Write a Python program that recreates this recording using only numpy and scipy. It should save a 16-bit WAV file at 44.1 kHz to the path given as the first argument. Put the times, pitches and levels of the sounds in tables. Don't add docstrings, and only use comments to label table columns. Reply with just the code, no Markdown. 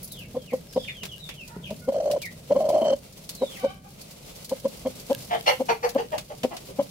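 import sys
import numpy as np
from scipy import signal
from scipy.fft import rfft, irfft, next_fast_len
from scipy.io import wavfile
from scipy.ndimage import uniform_filter1d, map_coordinates

SR = 44100
rng = np.random.default_rng(int(sys.argv[2]) if len(sys.argv) > 2 else 0)


def waveform_to_disk(signal):
    frames = np.transpose(np.atleast_2d(signal))
    scaled = np.clip(frames, -1, 1) * 32767
    samples = np.round(scaled).astype(np.int16)
    wavfile.write(sys.argv[1], SR, samples)


N = 304290

# f/Hz, relative level/dB
GULLET = [(250, -72), (600, 12.5), (780, -4), (980, 1), (1200, -12), (1450, -39), (2200, -15), (2700, -28),
          (3200, -10), (4000, -49)]


def amp(db):
    return 10 ** (np.asarray(db) / 20)


def unit(x):
    return x / np.sqrt(np.mean(x ** 2) + 1e-20)


def along(points, hz):
    f, v = np.transpose(points)
    return np.interp(np.log(hz + 1), np.log(f), v)


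def curves(rows):
    s, *cols = np.transpose(rows)
    return [np.interp(np.arange(N) / SR, s, c) for c in cols]


def wobble(rate, size=N):
    return map_coordinates(rng.standard_normal(size // 8), [np.arange(size) * rate / SR], mode="wrap")


def filtered(x, response):
    n = x.shape[-1]
    m = next_fast_len(n + 4096)
    return irfft(rfft(x, m) * response(np.fft.rfftfreq(m, 1 / SR)), m)[..., :n]


def coloured(x, spectrum):
    return unit(filtered(x, lambda hz: amp(along(spectrum, hz))))


def resonances(modes, f):
    total = 0
    for k, (c, w, db) in enumerate(modes):
        total = total + (-1) ** k * amp(db) * 1j * f * w / (c * c - f * f + 1j * f * w)
    return total


def band(f, hz, width):
    return (1j * f * width / (hz * hz - f * f + 1j * f * width)) ** 2


def spread(pair, side_db):
    side = amp(side_db) * pair[1]
    return unit(np.array([pair[0] + side, pair[0] - side]))


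def placed(x, lead_s, left_db):
    sides = np.array([[.5], [-.5]])
    return amp(left_db * sides) * filtered(x, lambda f: np.exp(2j * np.pi * f * lead_s * sides))


def add(track, s, sound):
    part = track[..., max(round(s * SR), 0):][..., :sound.shape[-1]]
    part += sound[..., :part.shape[-1]]


def echo(x, decay):
    hz, t, z = signal.stft(rng.standard_normal((2, SR // 3)), SR, nperseg=256)
    fading = z * amp(-60 * t / along(decay, hz)[:, None])
    tail = signal.istft(fading, SR, nperseg=256)[1]
    wet = signal.fftconvolve(x[None], tail, axes=1)[:, :len(x)]
    return wet * np.linalg.norm(x) / np.linalg.norm(wet, axis=1, keepdims=True)


def outdoors(level_db=4.0, drone_db=-2.0, drone_hz=178, throb_rate=19.0, throb=0.97):
    # f/Hz, relative level/dB
    rumble_colour = [(20, -17), (42, -1), (65, -2), (100, -2), (150, 4.5), (200, -2), (240, -5.5),
                     (350, -13.5), (600, -11), (800, -28), (1200, -34.5), (2500, -33.5), (6000, -95)]
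    # t/s, relative level/dB
    rumble_level = [(0.0, -52), (0.44, -50.5), (1.4, -53), (1.73, -49), (2.82, -52.5), (3.13, -54),
                    (4.48, -54.5), (4.86, -52), (6.42, -54), (6.9, -52)]
    rumble = coloured(spread(rng.standard_normal((2, N)), side_db=-20), rumble_colour)
    beat = 1 + throb * np.sin(2 * np.pi * np.cumsum(throb_rate + wobble(1.6)) / SR)
    tone = np.sin(2 * np.pi * np.cumsum(drone_hz + 20 * wobble(50)) / SR)
    drone = tone * beat * amp(1.1 * wobble(20))
    return amp(curves(rumble_level)[0]) * (amp(level_db + wobble(10)) * rumble + amp(drone_db) * drone)


def far_chickens(slope_db=15, upper_slope_db=16, sag=0.011):
    # start t/s, length/s, relative level/dB, base pitch f/Hz, lower resonance f/Hz,
    # upper resonance f/Hz, upper resonance relative level/dB, quaver (share of the pitch)
    far_calls = [(1.467, 0.12, -49, 491.4, 980, 2000, -11, 0.066),
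                 (1.806, 0.04, -52.5, 703, 1300, 2100, -30, 0.038),
                 (3.555, 0.17, -41, 382, 830, 2770, -4.5, 0.0245),
                 (3.835, 0.024, -46, 384, 600, 2300, -21, 0.046)]
    # f/Hz, time to die by 60 dB/s
    yard = [(500, 0.35), (2300, 0.32), (5000, .22)]
    odd_db = -16
    out = np.zeros(N)
    for s, length, db, hz, lower_hz, upper_hz, upper_db, quaver in far_calls:
        swell = signal.windows.tukey(round(length * SR))
        size = len(swell)
        pitch = hz * (1 + quaver * wobble(160.5, size=size) - sag * np.linspace(-1, 1, size))
        phase = 2 * np.pi * np.cumsum(pitch) / SR
        note = np.zeros(size)
        for k in range(2, 15):
            lower = amp(-slope_db * abs(np.log2(k * hz / lower_hz)))
            upper = amp(upper_db - upper_slope_db * abs(np.log2(k * hz / upper_hz)))
            note += (lower + upper) * amp(odd_db * (k > 4) * (k % 2)) * np.sin(k * phase)
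        add(out, s, amp(db) * swell * unit(note))
    return echo(out, yard)


def chicks(direct_db=-10, coop_db=1.0, overtone_db=-21, grow_db=4, flutter_db=4.5):
    # start t/s, slide length/s, first f/Hz, last f/Hz, relative level/dB,
    # closing hook length/s, quaver (share of the pitch)
    peep_rows = [(0.099, 0.15, 4124, 2193, -47, 0.0014, 0.028), (.325, 0.15, 3740, 2900, -59, 0.049, 0.019),
                 (0.658, 0.18, 5250, 4860, -52.5, 0.012, 0.055),
                 (0.755, 0.12, 3750, 3000, -42, 0.016, 0.023), (.82, .11, 3620, 3530, -43, 0.003, 0.0029),
                 (.921, .11, 3450, 2797, -43.5, 0.003, 0.013), (1.079, 0.066, 3460, 2760, -42, 0, 0.013),
                 (1.185, 0.12, 3990, 3344, -43.5, 0.0037, 0.0091),
                 (1.335, 0.11, 3350, 2340, -43, 0.00076, 0.01), (1.627, 0.058, 3610, 2300, -41, 0, 0.06),
                 (2.183, 0.045, 3500, 2445, -49, 0.038, 0.014),
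                 (3.311, 0.235, 4560, 3037, -47.5, 0.027, 0.0138)]
    # f/Hz, time to die by 60 dB/s
    coop = [(300, 0.23), (700, 0.14), (3000, 0.2), (6000, 0.17), (14000, 0.36)]
    hook_hz, hook_db = 1825, 19.5
    out, t = np.zeros((2, N)), np.arange(SR // 2) / SR
    for s, length, first_hz, last_hz, db, hook_s, quaver in peep_rows:
        slide = np.minimum(t / length, 1)
        u = np.minimum(t / (length + hook_s), 1)
        hook = np.clip((t - length) / hook_s, 0, 1) if hook_s > 0 else 0
        pitch = first_hz + (last_hz - first_hz) * slide + (hook_hz - last_hz) * hook
        phase = 2 * np.pi * np.cumsum(pitch * (1 + quaver * wobble(497.0, size=len(t)))) / SR
        breaks = flutter_db * np.tanh(wobble(82.6, size=len(t)))
        swell = np.sqrt(4 * u * (1 - u)) * amp(db + grow_db * slide + hook_db * np.sqrt(hook) + breaks)
        peep = swell * (np.sin(phase) + amp(overtone_db) * np.sin(2 * phase))
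        add(out, s, amp(direct_db) * peep + amp(coop_db) * echo(peep, coop))
    return out


def bumps(level_db=24):
    # t/s, relative level/dB
    bump_rows = [(1.028, -54), (1.564, -44), (1.599, -54), (1.709, -57), (3.289, -57)]
    # f/Hz, width/Hz, relative level/dB
    boards = [(182, 13.6, 24), (413, 40, 14), (626, 520, -4)]
    blows = np.zeros(N)
    for s, db in bump_rows:
        add(blows, s, amp(db + level_db) * signal.windows.hann(40) / 2)
    return filtered(blows, lambda f: resonances(boards, f))


def straw(snap_db=-4, t60=0.09, small_t60=0.093, crackle_db=-5, spikiness=3.1, rustle_db=-1.5):
    # t/s, relative level/dB, body of the stalk relative level/dB
    loud_snaps = [(0.032, -25.5, -72), (0.046, -27, -60), (0.078, -34, -42), (0.191, -34.5, -40),
                  (0.728, -37, -8), (0.1217, -27, -54), (0.535, -34.5, -31), (1.0344, -24.5, 3),
                  (1.054, -27.5, 1), (1.2922, -26.5, 5.5), (1.479, -33.5, -11), (1.7062, -33, -1),
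                  (2.1148, -23, -4.5), (2.22, -24.5, -7), (2.257, -30.5, -11), (2.692, -26.5, -9),
                  (3.294, -23, -10.5), (3.352, -31.5, -22), (4.015, -32.5, -12), (4.4477, -28, -13),
                  (4.495, -27, -7.5), (5.893, -24.5, -8), (6.1828, -21.5, 2), (6.435, -21, 5.5),
                  (6.569, -27, 0)]
    # f/Hz, relative level/dB
    crackle_colour = [(530, -15), (900, -17), (1440, -29), (1620, 27.5), (1960, -13), (2710, 21), (7700, 7),
                      (10800, 8), (14500, 18), (15800, -56)]
    # f/Hz, relative level/dB
    rustle_colour = [(40, -24), (100, 0), (530, 12.5), (900, 2.5), (1340, 0), (1760, -6), (2030, 1),
                     (2650, 2.5), (4380, 2.5), (7700, -1), (11400, -2), (14900, -6), (15800, -6)]
    # t/s, relative level/dB
    stirring = [(0.0, -55), (0.33, -57), (0.86, -55.5), (1.94, -57), (2.48, -54.5), (2.75, -53.5),
                (3.0, -55), (3.48, -52), (3.55, -48), (3.8, -64.5), (3.96, -54.5), (4.11, -52), (4.63, -51),
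                (4.92, -49.5), (5.15, -47.5), (5.57, -50), (5.92, -56), (6.9, -51.5)]
    snap_top_db, top_per_body = -4, 0.21
    small_per_s, small_snap_db, small_body_db = 32, 10.5, -17
    snaps, t = np.zeros((2, N)), np.arange(SR // 12) / SR
    stir_db, = curves(stirring)
    all_snaps = [(*row, t60) for row in loud_snaps]
    for when, size, body in rng.random((round(small_per_s * N / SR), 3)):
        db = stir_db[int(when * N)] + small_snap_db + 9 * (size - .5)
        all_snaps.append((when * N / SR, db, small_body_db + 20 * (body - .5), small_t60))
    for s, db, mid_db, decay in all_snaps:
        top_db = snap_top_db - top_per_body * mid_db
        fractures = spread(rng.standard_normal((2, len(t))), side_db=0.0) * amp(1.5 * wobble(880, size=len(t)))
        stalk = [(50, mid_db - 18), (200, mid_db + 9.5), (1500, mid_db + 1.0), (2600, mid_db + 7.5),
                 (4500, 6.5), (8000, 0.5), (10500, top_db + 2.5), (15000, top_db)]
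        fade = amp(db + snap_db - 60 * t / decay) * (1 - np.exp(-(t / 0.0025) ** 2))
        add(snaps, s - .004, fade * coloured(fractures, stalk))
    strengths = np.exp(spikiness * np.clip(rng.standard_normal(N), -2, 2))
    grains = (rng.random(N) < 500 / SR) * strengths * rng.standard_normal((2, N))
    crackle = coloured(grains * amp(6.6 * wobble(12)), crackle_colour)
    rustle = coloured(spread(rng.standard_normal((2, N)), side_db=0.0), rustle_colour)
    rustle = rustle * amp(5.0 + 2.17 * wobble(45))
    return snaps + amp(stir_db + rustle_db) * (rustle + amp(crackle_db) * crackle)


def cackles(rasp=1.86, jitter=.085, sag=0.055, direct_db=-3, coop_db=-1.0, rattle_db=3.0, rattle_rate=190,
            closing_db=3, ending=9):
    # start t/s, length/s, base pitch f/Hz, roughness (0-1), then f/Hz and
    # relative level/dB for each of throat, mouth, tongue and gape, last beak overtones relative level/dB
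    cackle_rows = [(5.293, 0.067, 230.7, .9, 474, -34.5, 675, -24, 1860, -35, 3130, -37.5, -50),
                   (5.456, 0.044, 264.8, 0.73, 558, -20, 844, -18, 2130, -22.5, 2770, -22, -26),
                   (5.682, 0.025, 230.9, .45, 462, -22, 824, -17, 2130, -29, 2450, -28, -34),
                   (5.823, 0.043, 243.6, 0.57, 510, -23.5, 815, -24.5, 1810, -30.5, 2190, -43, -36.5),
                   (5.971, 0.03, 212.8, 0.51, 463, -27.5, 786, -28, 1790, -40, 2700, -39.5, -44),
                   (6.115, 0.038, 307.4, 0.78, 619, -27.5, 730, -27.5, 1650, -42, 2780, -42.5, -52),
                   (6.292, 0.035, 306.5, .6, 478, -44, 607, -34.5, 1940, -54, 2830, -56, -61),
                   (6.504, 0.035, 340, 0.48, 465, -48, 670, -31.5, 1920, -50.5, 2750, -51.5, -61),
                   (6.673, .036, 288.4, 0.53, 398, -46, 542, -40.5, 1890, -61, 2750, -60, -60)]
    # f/Hz, width before steepening/Hz, relative level/dB
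    beak = [(1247, 150, 5), (4330, 260, 4.5), (5670, 650, -2), (7760, 1100, -15), (11500, 3100, -17)]
    # f/Hz, time to die by 60 dB/s
    coop = [(300, 0.23), (700, 0.14), (3000, 0.2), (6000, 0.17), (14000, 0.36)]
    throat_width, mouth_width, tongue_width, gape_width = 103, 295, 520, 500
    beak_rise_per_s = 0.12
    attack_share = .2
    out, t = np.zeros((2, N)), np.arange(SR // 3) / SR
    for (s, length, hz, rough, throat_hz, throat_db, mouth_hz, mouth_db,
         tongue_hz, tongue_db, gape_hz, gape_db, beak_db) in cackle_rows:
        through = np.clip(t / length - .5, -1, 1)
        cycles = np.cumsum(hz * (1 + jitter * rough * wobble(350, size=len(t)) - sag * through)) / SR
        pulses = unit(np.diff(np.floor(cycles), prepend=0))
        air = unit(rng.standard_normal(len(t)) * np.exp(-3 * (cycles % 1)))
        swell = (1 - np.exp(-(t / (attack_share * length)) ** 2)) / (1 + (t / length) ** ending)
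        rattle = amp(rattle_db * np.tanh(wobble(rattle_rate, size=len(t))))
        source = swell * (pulses + rasp * rough * air) * rattle
        stretch = 1 + beak_rise_per_s * (s - cackle_rows[1][0])
        overtones = filtered(source, lambda f: sum(amp(db) * band(f, stretch * c, w) for c, w, db in beak))
        closing = source * amp(closing_db * through)
        throat = filtered(closing, lambda f: band(f, throat_hz, throat_width))
        bark = amp(beak_db) * unit(overtones) + amp(throat_db) * unit(throat)
        for c, w, db in [(mouth_hz, mouth_width, mouth_db), (tongue_hz, tongue_width, tongue_db),
                         (gape_hz, gape_width, gape_db)]:
            bark += amp(db) * unit(filtered(source, lambda f: band(f, c, w)))
        bark *= np.sqrt(np.mean(swell ** 2))
        direct = placed(bark, lead_s=0.00039, left_db=0.5)
        add(out, s, amp(direct_db) * direct + amp(coop_db) * echo(bark, coop))
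    return out


def knock(t):
    # base f/Hz, relative level/dB, time to die by 60 dB/s
    knock_modes = [(214, -9.5, 0.11), (390, -14, 0.025), (767, 1, 0.019), (965, -6, 0.04)]
    chance = rng.standard_normal((len(knock_modes), 2))
    ring = np.zeros(len(t))
    for (hz, db, t60), (loud, sharp) in zip(knock_modes, chance):
        ring += amp(db + 2.4 * loud - 60 * t / t60) * np.sin(2 * np.pi * hz * (1 + 0.06 * sharp) * t)
    return ring * (1 - np.exp(-t / 0.0043))


def hum(pitch, rough, edge_db):
    # f/Hz, relative level/dB
    throat = [(130, 1), (220, 3), (260, -12.5), (310, -23), (400, -3.5), (510, 7.5), (630, 4.5),
              (780, -21.5), (1030, -41), (1300, -42), (1700, -51), (2600, -38)]
    phase = 2 * np.pi * np.cumsum(pitch * (1 + rough * wobble(438.7, size=len(pitch)))) / SR
    return sum(amp(along(throat, k * pitch) + edge_db * (k != 2)) * np.sin(k * phase) for k in range(1, 9))


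def clucks(flutter_db=5.5, onset_db=9, rise=2.43, fall=2.34, knock_db=0, rasp_db=-19):
    # middle t/s, length at half height/s, relative level/dB, base pitch f/Hz
    cluck_rows = [(0.369, 0.028, -25, 251), (0.542, 0.025, -21, 257), (0.775, 0.021, -18, 262.4),
                  (1.722, 0.029, -30, 210), (1.894, 0.021, -18.5, 270), (2.521, 0.025, -15, 290.7),
                  (2.57, 0.026, -17.5, 271.2), (2.932, 0.021, -18, 277), (3.432, 0.024, -19, 265.4),
                  (3.653, 0.025, -18.5, 275), (4.527, 0.023, -22.5, 259.1), (4.66, 0.017, -18.5, 270.5),
                  (4.869, 0.02, -21.5, 261), (5.115, 0.021, -17.5, 272.8), (5.613, 0.02, -20, 266),
                  (5.965, 0.018, -17, 273.3), (6.449, 0.016, -18.5, 253.5), (6.804, 0.021, -19, 279.8)]
    upset_s, calm_hard_db, upset_hard_db = 4.76, 4.5, 11
    out, t = np.zeros(N), np.arange(SR // 8) / SR - 1 / 16
    for s, length, db, hz in cluck_rows:
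        hard_db = upset_hard_db if s > upset_s else calm_hard_db
        swell = np.exp2(-np.abs(2 * t / length) ** np.where(t < 0, rise, fall))
        pitch = hz * (1.02 - .09 / (1 + np.exp((t + .005) / .003)))
        edge_db = hard_db + onset_db * np.clip(-t / length, -.4, .8)
        rough = .025 + .06 * np.clip(-t / length, 0, 1)
        flutter = amp(flutter_db * np.tanh(wobble(187.4, size=len(t))))
        note = swell * flutter * hum(pitch, rough, edge_db)
        note = note * np.linalg.norm(swell) / np.linalg.norm(note)
        rasp = swell * coloured(rng.standard_normal(len(t)), GULLET) * amp(rasp_db + edge_db - calm_hard_db)
        add(out, s + t[0], amp(db) * (note + rasp))
        add(out, s - .5 * length, amp(db + knock_db) * knock(t - t[0]))
    return out


def growl(throb_s=.0195, attack_s=0.00508, release_s=0.0042, overlap_s=0.0031, push_s=0.013, t60=0.13, sag=0.3,
          onset_db=9, soft_db=-6, level_db=5.0, fade_db=2.5, flatten=0.032, scatter_s=0.00102, flutter_db=3.0,
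          rough=0.045, rasp_db=-21):
    # start t/s, length/s, relative level/dB,
    # base pitch f/Hz, hardness (rasp and knock) relative level/dB
    surges = [(1.923, 0.021, -28.5, 273, -10), (1.944, 0.019, -23.5, 291, 4.5),
              (1.963, 0.035, -23, 281, -13), (2.001, 0.04, -23, 297, -11), (2.041, 0.016, -28.5, 280, -10),
              (2.056, 0.039, -20.5, 296, -10), (2.1, 0.015, -21.5, 283, 0), (2.117, 0.022, -21, 297, -13),
              (2.136, 0.027, -21, 295.6, -8), (2.163, 0.019, -26, 271, 0), (2.588, 0.017, -25.5, 274, -5),
              (2.603, 0.036, -18.5, 316, 0), (2.642, 0.041, -18, 308, -2), (2.687, 0.012, -19.5, 300, 1),
              (2.699, 0.026, -19.5, 303, 6.5), (2.724, 0.019, -18.5, 318, -18),
              (2.739, 0.042, -13.5, 325, -2), (2.781, 0.015, -18.5, 305, -0.5),
              (2.797, 0.019, -18.5, 300.3, -1), (2.816, 0.02, -14, 332.6, 4), (2.837, .016, -24, 300, 4),
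              (2.851, 0.034, -17.5, 298, 4), (2.882, 0.039, -18, 291, 2)]
    out, t = np.zeros(N), np.arange(SR // 20) / SR
    push = np.exp(-t / push_s)
    for start, length, db, hz, hard_db in surges:
        throbs = max(round(length / throb_s), 1)
        chance = rng.standard_normal(8)
        late = scatter_s * chance[:throbs] * (np.arange(throbs) > 0)
        starts = start + np.arange(throbs) * length / throbs + late
        gaps = np.diff(starts, append=start + length)
        for k, (s, gap) in enumerate(zip(starts, gaps)):
            gate = np.clip(t / attack_s, 0, 1) * np.clip((gap + overlap_s - t) / release_s, 0, 1)
            swell = amp(-60 * t / t60) * np.sin(gate * np.pi / 2) ** 2
            pitch = hz * (1 - flatten * k) * (1 + sag * (push - .45))
            ring = unit(hum(pitch, rough, soft_db + onset_db * push))
            rasp = amp(rasp_db + hard_db) * coloured(rng.standard_normal(len(t)), GULLET)
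            throb = swell * (ring + rasp) + amp(hard_db - 11) * knock(t)
            flutter = flutter_db * np.tanh(wobble(263, size=len(t)))
            add(out, s - attack_s / 2, amp(db + level_db - fade_db * k + flutter) * throb)
    return out


def effort(x):
    return np.sqrt(np.abs(uniform_filter1d(x ** 2, size=120)))


def hen(hiss_db=-31, rasp_db=-28, puff_db=-13, nest_db=-16):
    # middle t/s, length at half height/s, peak level/dB
    whistle_rows = [(2.785, .012, -43.5), (2.822, 0.012, -36.5), (2.847, .009, -39), (2.861, 0.015, -36),
                    (2.883, 0.0083, -35), (2.899, .015, -34.5), (2.932, 0.017, -38)]
    # f/Hz, relative level/dB
    nostrils = [(200, -39), (900, 19), (1400, 16), (2100, 7.5), (2600, 5.5), (3150, 19.5), (3600, -18),
                (4200, 18), (5200, 6.5), (6200, 15), (7000, -10), (7600, 12), (8500, -1), (15000, -50)]
    # f/Hz, time to die by 60 dB/s
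    nest = [(200, 0.38), (560, 0.14), (1200, 0.28), (8000, .06)]
    whistle_hz, whistle_quaver_hz = 3070, 34.6
    stand_s = 4.9
    notes, roll, t = clucks(), growl(), np.arange(N) / SR
    puffs = np.zeros(N)
    for s, length, db in whistle_rows:
        puffs += amp(db) * np.exp2(-np.minimum((2 * (t - s) / length) ** 2, 60))
    whistle = np.sin(2 * np.pi * np.cumsum(whistle_hz + whistle_quaver_hz * wobble(500)) / SR)
    voice = notes + roll + puffs * whistle
    flow = amp(hiss_db) * effort(notes) + amp(rasp_db) * effort(roll) + amp(puff_db) * puffs
    breath = coloured(spread(rng.standard_normal((2, N)), side_db=2.0), nostrils)
    hiss = flow * amp(6.5 * np.tanh(wobble(160))) * breath
    ring = unit(echo(voice, nest)) * np.std(voice)
    standing = np.clip((t - stand_s) / .1, 0, 1)
    sitting_voice = placed(voice * (1 - standing), lead_s=-.00007, left_db=0)
    standing_voice = placed(voice * standing, lead_s=.00012, left_db=1.8)
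    return sitting_voice + standing_voice + hiss + amp(nest_db) * ring


def scene():
    return outdoors() + far_chickens() + chicks() + bumps() + straw() + cackles() + hen()


def record(dry):
    top_hz = 15800
    return filtered(dry, lambda hz: hz < top_hz)


dry = scene()
out = record(dry)
waveform_to_disk(out)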